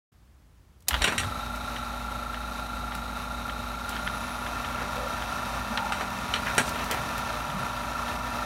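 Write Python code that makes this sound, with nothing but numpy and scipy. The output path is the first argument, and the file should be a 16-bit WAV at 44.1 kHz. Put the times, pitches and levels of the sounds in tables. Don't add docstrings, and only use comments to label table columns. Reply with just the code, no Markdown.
import sys
import numpy as np
from scipy import signal
from scipy.fft import rfft, irfft, next_fast_len
from scipy.io import wavfile
from scipy.ndimage import uniform_filter1d

SR = 44100
rng = np.random.default_rng(int(sys.argv[2]) if len(sys.argv) > 2 else 0)


def master(y):
    cut = np.clip(np.atleast_2d(y).T, -1, 1)
    pcm = np.round(cut * 32767)
    wavfile.write(sys.argv[1], SR, pcm.astype(np.int16))


N = 372644
TIME = np.arange(N) / SR
START_S = 0.869

# time in s, speed in turns a second.
SHAFT_SPEED = [(1.2, 27.52), (3.9, 27.87), (4.15, 28.07), (4.5, 27.75), (5.4, 27.73), (6.17, 28.22),
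               (6.8, 27.56), (8.45, 27.59)]
# start in s, swing of the speed in turns a second.
TUGS = [(1.185, .59), (3.557, .25), (4.493, .34), (6.753, .46)]
BOUNCE_HZ, BOUNCE_DECAY_S = 2.0, 0.7
FREE_SPEED, BEARING_SAG = 28.3, 0.25
# time in s, nearness from 0 (far) to 1 (near).
NEARNESS = [(3.6, 0.43), (4.5, 0.9), (6.8, 1)]

# frequencies in Hz, then their levels in dB from afar and from near.
HUM_HZ = (120, 240, 600, 720, 840, 960, 1080)
HUM_FAR_DB = (-56, -47, -55, -55, -47.5, -58.5, -59)
HUM_NEAR_DB = (-53, -46, -51, -51.5, -49, -43, -53)
# multiple of the shaft speed, shift in Hz.
SLOT_LINES = ((36, -120), (36, 120), (49, -120), (50, -120))
SLOT_FAR_DB = (-57, -58, -56, -57)
SHAKE_ORDERS = (2, 7)
SHAKE_FAR_DB, SHAKE_NEAR_DB = -37, -6.5
DRONE_DB, DRONE_FALL_DB = -43.5, 19
WHINE_ORDERS = (47, 48, 49, 50, 51)
WHINE_FAR_DB = (-56, -50, -44.5, -43.5, -55)
WHINE_NEAR_DB = 1

# low edge in Hz, high edge in Hz, level from afar in dB, lift from near in dB, lift under strain in dB.
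RUNNING_BANDS = [(54, 410, -46, 2.5, 7.5), (442, 1940, -46.5, 9, 0.5), (2050, 23000, -48, 5.5, 4)]
# frequency in Hz, gain in dB.
RUB_COLOUR = [(24, -28), (40, 1), (166, -8), (242, -9), (453, -18), (596, -9.5), (1170, -6), (1360, -7.5),
              (1620, -14.5), (3800, -18.5), (11100, -28.5), (15800, -34.5)]
# centre in Hz, width in Hz, lift from afar in dB, lift from near in dB.
CHASSIS = [(641, 72, 4.5, 3.5), (1490, 120, 1.5, 1), (1788, 68, -2.5, 7.5), (2664, 76, 2, 7),
           (3380, 480, -11.5, -2.5), (3740, 550, 14, 4.5), (4950, 210, -10, -2), (5810, 500, -2, 3.5),
           (7540, 340, -10, -4), (8000, 410, 3, -1.5), (10200, 340, -5, -3.5), (11370, 1300, 6.5, 4)]
# middle in s, half length in s, strength from 0 to 1.
STRAINS = [(1.092, 0.14, 0.83), (6.66, 0.46, 0.58)]

# start in s, peak level in dB.
RELAY_CLICKS = [(0.805, -58), (0.823, -57), (0.8838, -15.5), (0.8865, -19.5)]
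# frequency in Hz, level in dB per Hz.
RELAY_COLOUR = [(180, -62), (300, -28), (1040, -8), (1310, -22), (1830, -11), (2770, -6), (4870, -3.5),
                (12900, -5.5), (15800, -11)]
# start in s, strike level in dB, body tilt in dB, brightness tilt in dB.
CLANKS = [(1.0186, -21.5, -16, 0.5), (1.0411, -17, -7, 0.5), (1.0756, -23, -9, -5), (1.1215, -23.5, 6, 4),
          (1.1796, -19.5, -25, 2), (5.9209, -23.5, -4.5, -2.5), (6.0081, -24.5, 5, -4),
          (6.338, -19.5, -9, -7), (6.5793, -15.5, -3.5, 5)]
# frequency in Hz, gain in dB.
CLANK_COLOUR = [(88, -23), (150, -3.5), (699, -2), (1440, 1.5), (3460, -10.5), (3960, -6), (5000, -23.5),
                (8470, -15.5), (15800, -41.5)]
# frequency in Hz, relative level in dB, t60 in s.
STEEL_MODES = [(1409, 5, 0.11), (1570, -4, 0.16), (1915, -4, 0.15), (2370, -9.5, 0.16), (3067, 0.5, 0.068),
               (4160, -16, 0.054), (5710, -3.5, 0.073), (8200, -15, 0.042)]
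REBOUND_S, REBOUND_DB = 0.0215, -9.5
# start in s, peak level in dB.
KNOCKS = [(0.9085, -24), (0.9315, -24), (0.942, -17), (1.2335, -27.5), (3.965, -28.5), (4.076, -21),
          (4.465, -28.5), (5.7749, -20)]
GEAR_RATIO, FIRST_TICK_S, GEAR_TICK_DB = 16, 1.764, -30.5
PLAY_S, PLAY_TURNS = 5.5, 0.72
# frequency in Hz, level in dB per Hz.
TICK_COLOUR = [(300, -23), (1000, 4), (1800, 10.5), (2450, -2.5), (3100, 7.5), (4200, -5), (6000, -17),
               (15000, -40)]
# start in s, peak level in dB.
SNAPS = [(1.5593, -39), (2.9507, -34), (3.8924, -32), (6.5504, -37), (6.6923, -31), (6.8414, -34),
         (6.912, -23), (7.1797, -33)]
# frequency in Hz, level in dB per Hz.
SNAP_COLOUR = [(400, -5), (2000, 1), (5000, -1.5), (8000, -2.5), (11500, -4.5), (15500, -7)]
# middle in s, length in s, centre in Hz, width in Hz, level in dB.
GROANS = [(0.975, 0.14, 58, 25, -30.5), (1.083, .17, 1550, 2360, -35), (1.239, 0.15, 86, 40, -36.5),
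          (4.2, 0.78, 10900, 480, -57), (3.95, .14, 2400, 2000, -46.5), (4.819, .14, 1090, 1800, -39.5),
          (5.013, 0.15, 542, 90, -39.5), (5.723, 0.13, 220, 41, -41), (5.83, 0.29, 857, 130, -38),
          (6.488, 0.077, 1930, 1600, -33.5), (6.678, 0.061, 4480, 9000, -43), (6.789, .14, 1800, 2600, -40),
          (6.943, 0.12, 1200, 2320, -34.5), (7.572, 0.31, 164, 79, -41)]

# frequency in Hz, t60 in s.
GARAGE_DECAY = [(100, 1), (1000, 0.22), (4000, 0.15), (15000, 0.38)]
# frequency in Hz, level in dB per Hz before levelling.
AIR_COLOUR = [(15, -43), (25, -35), (43, 0), (64, 2), (112, -9.5), (515, -28), (1120, -29), (2180, -35),
              (15000, -45.5)]
AIR_DB = -54.5
BAND_LIMIT_HZ = 15850


def shaft_speed():
    speed = along(SHAFT_SPEED)
    for start, swing in TUGS:
        t = np.maximum(TIME - start, 0)
        speed = speed - swing * np.sin(2 * np.pi * BOUNCE_HZ * t) * np.exp(-t / BOUNCE_DECAY_S)
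    return speed


def bearing(sag):
    return np.clip(sag / BEARING_SAG, 0, 1)


def motor(turns, sag, near):
    hum = np.zeros(N)
    for hz, far_db, near_db in zip(HUM_HZ, HUM_FAR_DB, HUM_NEAR_DB):
        level = far_db + near ** 2 * (near_db - far_db)
        hum += tone(hz * TIME + rng.random(), level, waver_db=0.45, jitter=0.39)
    slots = np.zeros(N)
    for (order, shift_hz), db in zip(SLOT_LINES, SLOT_FAR_DB):
        slots += tone(order * turns + shift_hz * TIME, db + 5 * near, waver_db=0.5, jitter=0.12)
    shake_order, drone_order = SHAKE_ORDERS
    shake = tone(shake_order * turns, SHAKE_FAR_DB + SHAKE_NEAR_DB * near, waver_db=0.5, jitter=0.16)
    drone = tone(drone_order * turns, DRONE_DB - DRONE_FALL_DB * sag, waver_db=2, jitter=0.25)
    shaft_lines = slots + bearing(sag) * shake + drone
    return hum * spun_up(0.011, 0.037) + shaft_lines * spun_up(0.21, 0.16)


def whine(turns, sag, near):
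    slip = 0.034 * sag * drift(40)
    song = np.zeros(N)
    for order, db in zip(WHINE_ORDERS, WHINE_FAR_DB):
        song += tone(order * turns + slip, db, waver_db=1.0, jitter=0.29)
    flutter_db = 1.37 * drift(28)
    return song * bearing(sag) * amp(WHINE_NEAR_DB * near + flutter_db) * spun_up(0.043, 0.27)


def through_chassis(grains, sheet, column):
    def gain_db(f):
        lifts = sum(row[column] * np.exp(-2 * ((f - row[0]) / row[1]) ** 2) for row in CHASSIS)
        return read(RUB_COLOUR, f) + read(sheet, f) + lifts

    return shaped(grains, gain_db)


def rubbing(turns, near):
    rough_spots = evened(rng.standard_normal(28))
    spots = np.interp(turns % 1, np.linspace(0, 1, 28), rough_spots)
    unevenness_db = 0.25 * spots + 1.17 * drift(500) + 0.78 * drift(22)
    grains = rng.standard_normal(N) * amp(unevenness_db)
    sheet = ripple(spacing_hz=70, depth_db=1.5)
    afar = through_chassis(grains, sheet, column=2)
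    close = through_chassis(grains, sheet, column=3)
    noise = (1 - near) * afar + near * close
    strain = sum(strength * np.exp(-((TIME - s) / half) ** 2) for s, half, strength in STRAINS)
    rumble, gears, hiss = (band(noise, low, high) * amp(db + near_db * near + strain_db * strain)
                           for low, high, db, near_db, strain_db in RUNNING_BANDS)
    return (rumble * amp(0.56 * drift(12)) + gears + hiss) * spun_up(0, 0.028)


def gear_ticks(turns):
    since_first = turns - np.interp(FIRST_TICK_S, TIME, turns)
    revolutions = (since_first + PLAY_TURNS * (TIME > PLAY_S)) / GEAR_RATIO
    times = np.interp(np.arange(int(revolutions[-1]) + 1), revolutions, TIME)
    return [(s, GEAR_TICK_DB + rng.standard_normal()) for s in times]


def burst(crack_t60, rattle_db, rattle_t60):
    t = np.arange(SR // 2) / SR
    crack = 1000 ** (-t / crack_t60)
    rattle = amp(rattle_db + 2.26 * drift(317, size=len(t))) * 1000 ** (-t / rattle_t60)
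    return rng.standard_normal(len(t)) * np.hypot(crack, rattle)


def clicks(rows, colour, crack_t60, rattle_db, rattle_t60):
    out = np.zeros(N)
    for s, db in rows:
        hit = coloured(burst(crack_t60, rattle_db, rattle_t60), lambda f: read(colour, f))
        add(out, s, amp(db) * peaked(hit))
    return out


def blow(body_db, bright_db):
    t = np.arange(SR // 2) / SR
    tilt = [(1100, body_db), (2500, 0), (4500, 0), (8000, bright_db)]  # Hz, dB
    spot = ripple(spacing_hz=140, depth_db=3.5)
    knock = burst(crack_t60=0.026, rattle_db=-5, rattle_t60=0.12)
    hit = peaked(coloured(knock, lambda f: read(CLANK_COLOUR, f) + read(tilt, f) + read(spot, f)))
    ring = np.zeros(len(t))
    for hz, db, t60 in STEEL_MODES:
        level = db + read(tilt, hz) + 4.2 * rng.standard_normal()
        ring += amp(level - 60 * t / t60) * np.sin(2 * np.pi * (hz * t + rng.random()))
    return (hit + amp(-6.5) * peaked(ring)) * np.minimum(t / 0.0011, 1)


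def clanks():
    out = np.zeros(N)
    for s, db, body_db, bright_db in CLANKS:
        add(out, s, amp(db) * blow(body_db, bright_db))
        add(out, s + REBOUND_S, amp(db + REBOUND_DB) * blow(body_db, bright_db))
    return out


def groans():
    out = np.zeros(N)
    for s, length, hz, width, db in GROANS:
        fuzz = shaped(rng.standard_normal(SR), lambda f: -10 * np.log10(1 + (2 * (f - hz) / width) ** 6))
        fuzz = fuzz * amp(2.7 * drift(44.4, size=SR))
        swell = signal.windows.cosine(min(int(length * SR), SR))
        add(out, s - length / 2, amp(db) * evened(swell * fuzz[:len(swell)]))
    return out


def garage(x):
    taps = rng.standard_normal(SR // 2) * (np.arange(SR // 2) > SR * 0.006)
    hz, t, z = signal.stft(taps, SR, nperseg=256)
    decay_db = -60 * t / read(GARAGE_DECAY, hz)[:, None]
    tail = signal.istft(z * amp(decay_db), SR, nperseg=256)[1]
    return signal.fftconvolve(x, tail / np.linalg.norm(tail))[:N]


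def still_air():
    return amp(AIR_DB) * evened(shaped(rng.standard_normal(N), lambda f: read(AIR_COLOUR, f)))


def amp(db):
    return 10 ** (np.asarray(db) / 20)


def evened(x):
    return x / np.sqrt(np.mean(x ** 2) + 1e-20)


def peaked(x, size=128):
    return x / np.sqrt(uniform_filter1d(x ** 2, size).max())


def along(rows):
    return np.interp(TIME, *np.transpose(rows))


def read(points, hz):
    f, value = np.transpose(points)
    return np.interp(np.log(hz + 1), np.log(f + 1), value)


def shaped(x, db_at):
    size = next_fast_len(len(x))
    return irfft(rfft(x, size) * amp(db_at(np.fft.rfftfreq(size, 1 / SR))), size)[:len(x)]


def coloured(x, db_at, size=2048):
    gain_db = np.maximum(db_at(abs(np.fft.fftfreq(size, 1 / SR))), -100)
    log_gain = np.log(amp(gain_db))
    taps = np.fft.ifft(np.exp(np.conj(signal.hilbert(log_gain)))).real
    return signal.fftconvolve(x, taps)[:len(x)]


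def band(x, low_hz, high_hz):
    def gain_db(f):
        return -10 * np.log10((1 + (low_hz / (f + 1)) ** 8) * (1 + (f / high_hz) ** 8))

    return evened(shaped(x, gain_db))


def ripple(spacing_hz, depth_db):
    values = rng.standard_normal(1024)
    return np.c_[np.arange(len(values)) * spacing_hz, depth_db * values]


def drift(rate_hz, size=N):
    knots = rng.standard_normal(8192)
    return evened(np.interp(np.arange(size) / SR * rate_hz, np.arange(len(knots)), knots))


def tone(cycles, db, waver_db, jitter):
    level = np.sqrt(2) * amp(db + waver_db * drift(5))
    return level * np.cos(2 * np.pi * cycles + jitter * drift(25))


def spun_up(delay, rise):
    return np.clip((TIME - START_S - delay) / rise, 0, 1)


def add(mix, s, sound):
    part = mix[max(round(s * SR), 0):][:len(sound)]
    part += sound[:len(part)]


def scene():
    speed, near = shaft_speed(), along(NEARNESS)
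    turns = np.cumsum(speed) / SR + 0.58
    sag = FREE_SPEED - speed
    drive = motor(turns, sag, near) + whine(turns, sag, near) + rubbing(turns, near)
    relay = clicks(RELAY_CLICKS, RELAY_COLOUR, crack_t60=0.026, rattle_db=-26, rattle_t60=0.14)
    ticks = clicks(KNOCKS + gear_ticks(turns), TICK_COLOUR, crack_t60=0.015, rattle_db=-12.5, rattle_t60=0.091)
    snaps = clicks(SNAPS, SNAP_COLOUR, crack_t60=0.018, rattle_db=-12, rattle_t60=0.15)
    steel = clanks()
    echo = garage(amp(-17.0) * relay + amp(-12.0) * (steel + ticks + snaps))
    return (drive + relay + steel + ticks + snaps + groans() + echo + still_air())[None]


def record(dry):
    opened = np.clip((TIME - 0.118) / 0.005, 0, 1)
    bass_cut = signal.butter(3, 43, "highpass", fs=SR, output="sos")
    thinned = signal.sosfilt(bass_cut, dry * opened)
    treble_cut = signal.firwin(511, BAND_LIMIT_HZ, window=("kaiser", 9), fs=SR)
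    return signal.oaconvolve(thinned, treble_cut[None], "same")


dry = scene()
out = record(dry)
master(out)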